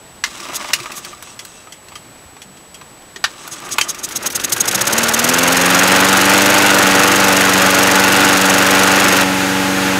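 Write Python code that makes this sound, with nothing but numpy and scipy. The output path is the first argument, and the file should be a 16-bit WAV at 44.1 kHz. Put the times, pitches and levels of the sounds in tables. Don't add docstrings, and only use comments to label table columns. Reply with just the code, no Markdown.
import sys
import numpy as np
from scipy import signal
from scipy.fft import rfft, irfft, next_fast_len
from scipy.io import wavfile

SR = 44100
rng = np.random.default_rng(int(sys.argv[2]) if len(sys.argv) > 2 else 0)


def level_to_linear(level):
    exponent = np.asarray(level, float) / 20
    return 10 ** exponent


def unload_wav(signal):
    wavfile.write(
        sys.argv[1],
        SR,
        np.round(np.clip(np.atleast_2d(signal).T, -1, 1) * 32767).astype(np.int16),
    )


N = 440559
T = np.arange(N) / SR

# frequency in Hz, level in dB per Hz.
GAS_HISS = [(900, -46), (1500, -28), (2400, -18), (3800, -8), (4400, -11), (6600, -5), (7400, -8),
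            (10000, -11), (12700, -10), (13000, -18), (13600, -10), (14600, -17), (15800, -20)]
# frequency in Hz, width in Hz, height in dB.
PORT_PEAKS = [(4990, 80, 4), (5840, 160, 4), (6520, 260, 7), (7150, 80, 3), (7910, 200, 4), (8440, 160, 4),
              (9720, 300, 5), (10560, 200, 3), (12560, 200, 5), (13700, 250, 3)]


def rms_one(x):
    return x / np.sqrt(np.mean(x ** 2) + 1e-20)


def in_time(rows):
    s, *columns = np.transpose(rows)
    return [np.interp(T, s, c) for c in columns]


def drift(rate_hz):
    r = np.exp(-80 * np.pi * rate_hz / SR)
    draws = rng.standard_normal(N // 40 + 2002)
    slow = signal.lfilter([1], [1, -2 * r, r * r], draws)[2000:]
    return np.interp(np.arange(N) / 40, np.arange(len(slow)), rms_one(slow))


def noise():
    return rng.standard_normal(N)


def band(x, low_hz, high_hz, order=2):
    return signal.sosfilt(signal.butter(order, [low_hz, high_hz], "band", fs=SR, output="sos"), x)


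def below(x, hz):
    return signal.sosfiltfilt(signal.butter(2, hz, fs=SR, output="sos"), x)


def colour(x, spectrum, peaks=()):
    size = next_fast_len(N)
    hz = np.maximum(np.arange(size // 2 + 1) * SR / size, 1)
    spectrum_hz, spectrum_db = np.transpose(spectrum)
    shape_db = np.interp(np.log(hz), np.log(spectrum_hz), spectrum_db)
    shape_db = shape_db + sum(db / (1 + (2 * (hz - f) / width) ** 2) for f, width, db in peaks)
    return rms_one(irfft(rfft(x, size) * level_to_linear(shape_db), size)[:N])


def ring(clicks, hz, t60):
    r, w = level_to_linear(-60 / (t60 * SR)), 2 * np.pi * hz / SR
    return signal.lfilter([0, np.sin(w)], [1, -2 * r * np.cos(w), r * r], clicks + 1e-18)


def bump(cycle, centre, width, order=2):
    distance = (cycle - centre + .5) % 1 - .5
    return np.exp(-np.abs(distance / width) ** order)


def hush_and_whine():
    # frequency in Hz, level in dB per Hz.
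    hush_spectrum = [(12, -30), (20, 1), (44, -0.5), (123, 5.5), (456, 3), (554, 2.5), (754, 2.5),
                     (7440, -12.5), (8090, -7.5), (8790, -14), (14100, -16.5), (15800, -27)]
    hush = level_to_linear(-43.5 + 1.5 + .5 * drift(2.5)) * colour(noise(), hush_spectrum)
    whine_db = -47.5 - 55 * np.maximum(T - 3.9, 0)
    return hush + np.sqrt(2) * level_to_linear(whine_db) * np.sin(2 * np.pi * 7867.1 * T)


def thuds():
    # start in seconds, peak in dB, pitch in Hz, time to fall 60 dB in seconds.
    soft_hits = [(.27, -36, 60, .15), (.52, -37, 140, .12), (.8, -28, 125, 0.1), (1.22, -42, 70, 0.14),
                 (2.25, -33, 75, .12), (2.325, -36, 90, .08), (2.45, -42, 193, .9), (.86, -19, 1250, 0.05),
                 (1.131, -25, 1200, .07), (1.672, -29.5, 1260, .06), (1.958, -25, 1210, .05),
                 (2.813, -30, 1020, 0.065), (3.161, -29, 390, .08), (1.392, -30, 2020, .06),
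                 (1.724, -34, 2020, .06), (1.955, -32, 2020, .05), (.81, -32, 356, .15),
                 (1.09, -35, 356, .15)]
    out, t = np.zeros(N), np.arange(SR) / SR
    for s, db, hz, t60 in soft_hits:
        wobble = level_to_linear(db - 60 * t / t60) * np.minimum(t * hz, 1) * np.sin(2 * np.pi * hz * t)
        out[round(s * SR):][:SR] += wobble
    return out


def all_knocks():
    # start in seconds, peak in dB, pitch in Hz, treble in dB, time to fall 60 dB in seconds.
    slams = [
        (0.238, -1.5, 2140, -38, 0.067),
        (0.733, 1, 2940, -10, 0.062),
        (3.16, -17.5, 1980, -22, 0.05),
        (3.24, 1.5, 1860, -45, 0.076),
        (3.783, 1, 1450, -7, 0.05),
        (3.811, 3, 3140, -30, 0.043),
    ]
    # start in seconds, peak in dB.
    housing_ticks = [(0.311, -27), (0.452, -19), (0.486, -19), (0.531, -15), (0.611, -16), (0.643, -16),
                     (0.687, -16), (0.703, -16), (0.857, -16), (0.943, -24), (1.129, -23), (1.272, -26),
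                     (1.67, -30), (1.919, -26), (2.365, -28), (2.812, -24)]
    # start in seconds, peak in dB.
    bar_ticks = [(0.378, -30), (0.401, -21), (0.8, -18), (0.918, -19), (1.047, -18), (1.884, -26),
                 (3.822, -17), (3.945, -21), (3.994, -34)]
    # start in seconds, peak in dB.
    lever_ticks = [(1.391, -17), (1.722, -22), (1.954, -19.5), (2.417, -23), (2.57, -32), (2.743, -23.5)]
    # start in seconds, peak in dB.
    cable_snaps = [(0.839, -31), (1.224, -23), (1.45, -27.5), (3.021, -34), (3.476, -21), (3.601, -26),
                   (3.689, -20)]
    # start in seconds, peak in dB, pitch in Hz.
    clatter = [(4.087, -19, 6130), (4.109, -20, 2160), (4.301, -15, 5930), (4.397, -13.5, 4050),
               (4.521, -8, 6500), (4.563, -9, 1570), (4.654, -18, 2350), (4.711, -9, 4050),
               (4.777, -13, 2740)]

    # pitch in Hz, treble in dB, time to fall 60 dB in seconds
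    kinds = [(housing_ticks, (1280, -16, .061)),
             (bar_ticks, (2680, -11, .048)),
             (lever_ticks, (3380, -27, .087)),
             (cable_snaps, (1580, 0, .032)),
             (clatter, (-9, .06))]
    ticks = [(*row, *shared) for rows, shared in kinds for row in rows]
    rows = list(slams)
    for s, db, hz, treble_db, t60 in ticks:
        pitch_stray, treble_stray = rng.standard_normal(2)
        rows.append((s, db, hz * np.exp(.04 * pitch_stray), treble_db + 3 * treble_stray, t60))
    return rows


def knocks():
    # pitch in Hz, level in dB, three times the time to fall 60 dB in
    # seconds.
    frame_tones = [(1350, -29, 0.16), (2940, -1, 0.025), (4560, 6, 0.069), (4780, -5, 0.03),
                   (5520, -10, 0.023), (5880, 4, 0.16), (6400, -11, 0.11), (6660, -22, 0.23),
                   (7180, -10, 0.14), (6780, -3, 0.41)]
    length = 8000
    out, t = np.zeros(N + length), np.arange(length) / SR
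    tail = .07 * level_to_linear(-60 * t / .2)
    for s, db, hz, treble_db, t60 in all_knocks():
        fall = level_to_linear(-60 * t / np.clip(t60, .008, .2)) + tail
        burst = rng.standard_normal(length) * np.minimum(t / .0011, 1) * fall
        body = band(burst, hz / 2, hz * 2.42)
        tone = ring(burst, hz, .015)
        crack = band(burst, 3500, 11000, order=1)
        hit = burst * (t < .003)
        frame = 0
        for tone_hz, tone_db, decay in frame_tones:
            frame = frame + level_to_linear(tone_db + 3.4 * rng.standard_normal()) * ring(hit, tone_hz, decay / 3)
        parts = [(body, -1.5), (tone, -9), (crack, treble_db + 3), (frame, -13)]
        knock = sum(level_to_linear(part_db) * part / np.abs(part).max() for part, part_db in parts)
        out[round(s * SR):][:length] += level_to_linear(db) * knock
    return out[:N]


def scrape_clicks():
    hits = rng.random(N) < 2000 / SR
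    strength = level_to_linear(2.8 * np.minimum(rng.exponential(1, N), 4))
    return hits * strength * rng.choice([-1, 1], N)


def rope(grab, fastest, let_go, db, rise_db, fall_db):
    slope = np.where(T < fastest, rise_db, fall_db)
    return ((T > grab) & (T < let_go)) * level_to_linear(db - slope * np.abs(T - fastest))


def rope_pulls():
    # grab in seconds, fastest moment in seconds, let go in seconds, whirr in dB, rasp in dB,
    # fall after the fastest moment in dB per second.
    pulls = [
        (0.256, 0.596, 1.7, -30, -32, 25),
        (3.267, 3.7, 4.3, -33, -37, 15),
    ]
    # frequency in Hz, level in dB per Hz.
    whirr_spectrum = [(71, -45), (120, -9.5), (343, -1.5), (521, -13.5), (596, 0.5), (655, -6.5),
                      (1170, -1), (1730, -6), (3000, -10), (3900, -38), (6600, -120)]
    # frequency in Hz, level in dB per Hz.
    rasp_spectrum = [(1060, -34), (1800, -4.5), (3970, 3), (4550, -6), (4890, 1.5), (6600, -1.5),
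                     (8910, -5.5), (13500, -19), (15800, -15)]
    # frequency in Hz, width in Hz, height in dB.
    housing_peaks = [(1186, 89, 8), (356, 14, 7)]
    whirr = colour(scrape_clicks(), whirr_spectrum, housing_peaks) * level_to_linear(3 * drift(35))
    rasp = colour(scrape_clicks(), rasp_spectrum) * level_to_linear(3 * drift(40))
    out = np.zeros(N)
    for grab, fastest, let_go, whirr_db, rasp_db, fall_db in pulls:
        out += rope(grab, fastest, let_go, whirr_db, 32, fall_db) * whirr
        out += rope(grab, fastest, let_go, rasp_db, 22, fall_db) * rasp
    return out


def spring_creep():
    # middle in seconds, level in dB, half length in seconds.
    creeps = [(0.407, -38, 0.0099), (1.065, -37, 0.042), (1.295, -41, 0.058), (1.534, -44.5, 0.12),
              (3.41, -40, 0.029), (3.584, -34, 0.012), (3.843, -34, 0.013)]
    # frequency in Hz, level in dB per Hz.
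    spring_spectrum = [(2000, -34), (2600, 0), (5000, -3), (9000, 0), (9600, -20), (15000, -30)]
    # frequency in Hz, width in Hz, height in dB.
    spring_peaks = [(2680, 60, 15), (3330, 60, 12), (3880, 80, 9), (5100, 80, 9), (5800, 70, 17),
                    (6450, 90, 14), (7540, 60, 5), (8150, 70, 7), (8720, 100, 9)]
    level = sum(level_to_linear(db) * np.exp(-((T - s) / half) ** 4) for s, db, half in creeps)
    return level * colour(scrape_clicks(), spring_spectrum, spring_peaks)


def dead_puffs():
    # middle in seconds, peak in dB, length in seconds.
    puffs = [
        (0.561, -19, 0.011),
        (0.976, -27.5, 0.018),
    ]
    level = sum(level_to_linear(db) * np.exp(-((T - s) / length) ** 2) for s, db, length in puffs)
    return level * colour(noise(), GAS_HISS, PORT_PEAKS)


def blade_wash(cycle, loaded):
    # frequency in Hz, level in dB per Hz.
    wash_spectrum = [(30, -46), (90, -36), (170, -15.5), (230, -11), (400, -9.5), (560, -7.5), (700, -10.5),
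                     (960, -10), (1460, -5), (2200, -10.5), (3100, -13.5), (4300, -16.5), (6700, -20.5),
                     (15800, -33.5)]
    # frequency in Hz, width in Hz, height in dB.
    deck_peaks = [(1450, 53, 2.5), (6680, 250, 4), (863, 99, 4), (2680, 460, 3.5), (1900, 160, 1.5)]
    air = colour(noise(), wash_spectrum, deck_peaks)
    body = below(air, 1900)
    treble = air - body
    body_db = 1.9 * np.cos(8 * np.pi * (cycle - .21)) + np.cos(16 * np.pi * (cycle - .02))
    treble_db = 3.2 * np.cos(8 * np.pi * (cycle - .16))
    slow = np.clip(1 - np.gradient(cycle) * SR / 21, 0, 1)
    stroke = 2 * np.pi * (cycle - .9)
    chug = level_to_linear(slow * (4 * np.cos(stroke) + 5 * np.cos(2 * stroke) + 5 * drift(25)))
    body = body * chug * level_to_linear(loaded * body_db + .63 * drift(20))
    treble = treble * chug * level_to_linear(loaded * treble_db + .5 * drift(6))
    return body + np.where(loaded, level_to_linear(-1), 1) * treble


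def blade_drone(cycle, loaded):
    # multiple of the cycle rate, level under load in dB, level when coasting in dB.
    blade_tones = [(2.03, -29, -24), (4, -15.5, -15), (8.13, -2.5, 3), (12.13, -0.5, 5.5), (16, -16, -24),
                   (20.5, -8.5, -6), (23.8, -4.5, -2), (28, -11.5, -26), (40, -19, -32), (32.32, -4, -2),
                   (35.53, -5.5, -2), (44.3, -9.5, -30), (48.1, -13, -30), (51.4, -9, -30), (60, -7, -9)]
    # frequency in Hz, level in dB.
    deck_response = [(70, 0), (86, -8), (95, -2), (150, -14), (186, 1.5), (212, -4.5), (240, 2.5),
                     (300, -1), (400, -10), (500, 2.5), (620, -3), (740, -5.5), (850, 0), (1300, -7.5),
                     (1450, 0)]
    deck_hz, deck_db = np.transpose(deck_response)
    out, rate = 0, np.gradient(cycle) * SR
    for k, loaded_db, coast_db in blade_tones:
        waver_db = (.5 + .03 * k) * drift(6)
        waver_rad = .015 * k * drift(4)
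        level_db = np.where(loaded, loaded_db, coast_db) + waver_db + np.interp(k * rate, deck_hz, deck_db)
        out = out + level_to_linear(level_db) * np.cos(2 * np.pi * round(k) * (cycle - .025) + waver_rad)
    return out


def exhaust_thump(cycle):
    # pitch in Hz, level in dB, time to fall 60 dB in seconds.
    muffler_tones = [(123.6, -1.5, 0.095), (247, -12, 0.098), (340, -3, 0.18), (416, -26, 0.024)]
    misfires = [6.85, 7.93, 8.36, 8.45]
    firings = np.flatnonzero(np.diff(np.floor(cycle - .9)) > 0)
    clicks = np.zeros(N)
    clicks[firings] = level_to_linear(.8 * rng.standard_normal(len(firings)))
    missed = firings[np.searchsorted(firings, np.array(misfires) * SR)]
    clicks[missed] *= -.3
    rings = 0
    for k, (hz, db, t60) in enumerate(muffler_tones):
        rings = rings + (-1) ** k * level_to_linear(db) * ring(clicks, hz, t60)
    return rms_one(signal.sosfilt(signal.butter(4, 88, "high", fs=SR, output="sos"), rings))


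def exhaust_chuff(cycle, loaded):
    speed = np.clip(np.gradient(cycle) * SR / 24, 0, 1)
    firing = np.clip(cycle + .5, 0, 399).astype(int)
    strength = level_to_linear(.82 * rng.standard_normal(400))[firing]
    gate = bump(cycle, .96 + .015 * (1 - speed), .055 + .095 * speed, order=2 + speed)
    gate = gate * (1 + .33 * bump(cycle, .088, .05))
    gate = gate + .3 * bump(cycle, .6, .07)
    hiss = colour(noise(), GAS_HISS, PORT_PEAKS)
    slow = np.clip(1.25 - 1.25 * speed, 0, .8)
    resonant = colour(noise(), GAS_HISS, PORT_PEAKS + PORT_PEAKS[:8])
    hiss = np.sqrt(1 - slow) * hiss + np.sqrt(slow) * resonant
    dull = below(hiss, 10500)
    hiss = dull + np.clip(2.5 * speed - .2, 0, .9) * (hiss - dull)
    cough = level_to_linear(-14) * bump(cycle, .93, .13) * band(noise(), 280, 1700)
    pop = rms_one(band(noise(), 140, 400))
    pop = level_to_linear(-2) * speed * (1 - speed) * bump(cycle, .1, .28) * pop
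    hoot = rms_one(ring(noise(), 356, .12))
    hoot = level_to_linear(-8 + 6) * speed * (1 - speed) ** 2 * bump(cycle, .6, .22) * hoot
    return np.where(loaded, strength * (rms_one(gate) * hiss + cough + pop + hoot), hiss)


def engine():
    # time in seconds, four-stroke cycles per second.
    crank_speed = [(3.535, 4.526), (4.0, 6.852), (4.3, 10.898), (4.6, 12.622), (5.0, 19.396),
                   (5.15, 18.714), (5.3, 21.045), (5.95, 23.686), (6.65, 24.734), (6.9, 23.891),
                   (7.1, 24.259), (7.55, 23.668), (8.25, 24.108), (8.55, 23.667), (8.95, 24.155),
                   (9.15, 23.628), (10.0, 23.71)]
    # time in seconds, level in dB.
    throttle = [(3.55, -31.5), (3.73, -25), (4.05, -23.5), (4.4, -20.5), (4.53, -18), (5.1, -19),
                (5.6, -20.5), (6.7, -22), (9.24, -23)]
    first_chuff_s, release_s = 3.535, 9.238
    speed = in_time(crank_speed)[0]
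    cycle = np.cumsum(speed) / SR
    cycle = cycle - cycle[round(first_chuff_s * SR)]
    loaded = T < release_s
    turning = np.clip((T - 3.3) / .22, 0, 1)

    def level(full_db, db_per_doubling, coast_db):
        return level_to_linear(np.where(loaded, full_db + db_per_doubling * np.log2(speed / 24), coast_db))

    out = level(-11.5, 15.05, -17.5) * blade_wash(cycle, loaded)
    out += level_to_linear(-5) * level(-13, 19.8, -19) * blade_drone(cycle, loaded)
    out += level(-32, 7.4, -31) * exhaust_thump(cycle)
    chuff_db = np.where(loaded, in_time(throttle)[0], -29.5)
    out += level_to_linear(chuff_db) * exhaust_chuff(cycle, loaded)
    return turning * out


def scene():
    handling = thuds() + knocks()
    starter = rope_pulls() + spring_creep() + dead_puffs()
    return (hush_and_whine() + handling + starter + engine())[None]


def band_limit(x):
    return signal.sosfilt(signal.butter(12, 16250, fs=SR, output="sos"), x)


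def record(dry):
    low_pass = signal.ellip(14, .2, 95, 15680, fs=SR, output="sos")
    mix = signal.sosfilt(low_pass, np.clip(dry, -1, 1))
    return band_limit(np.clip(mix, -1, 1))


dry = scene()
out = record(dry)
unload_wav(out)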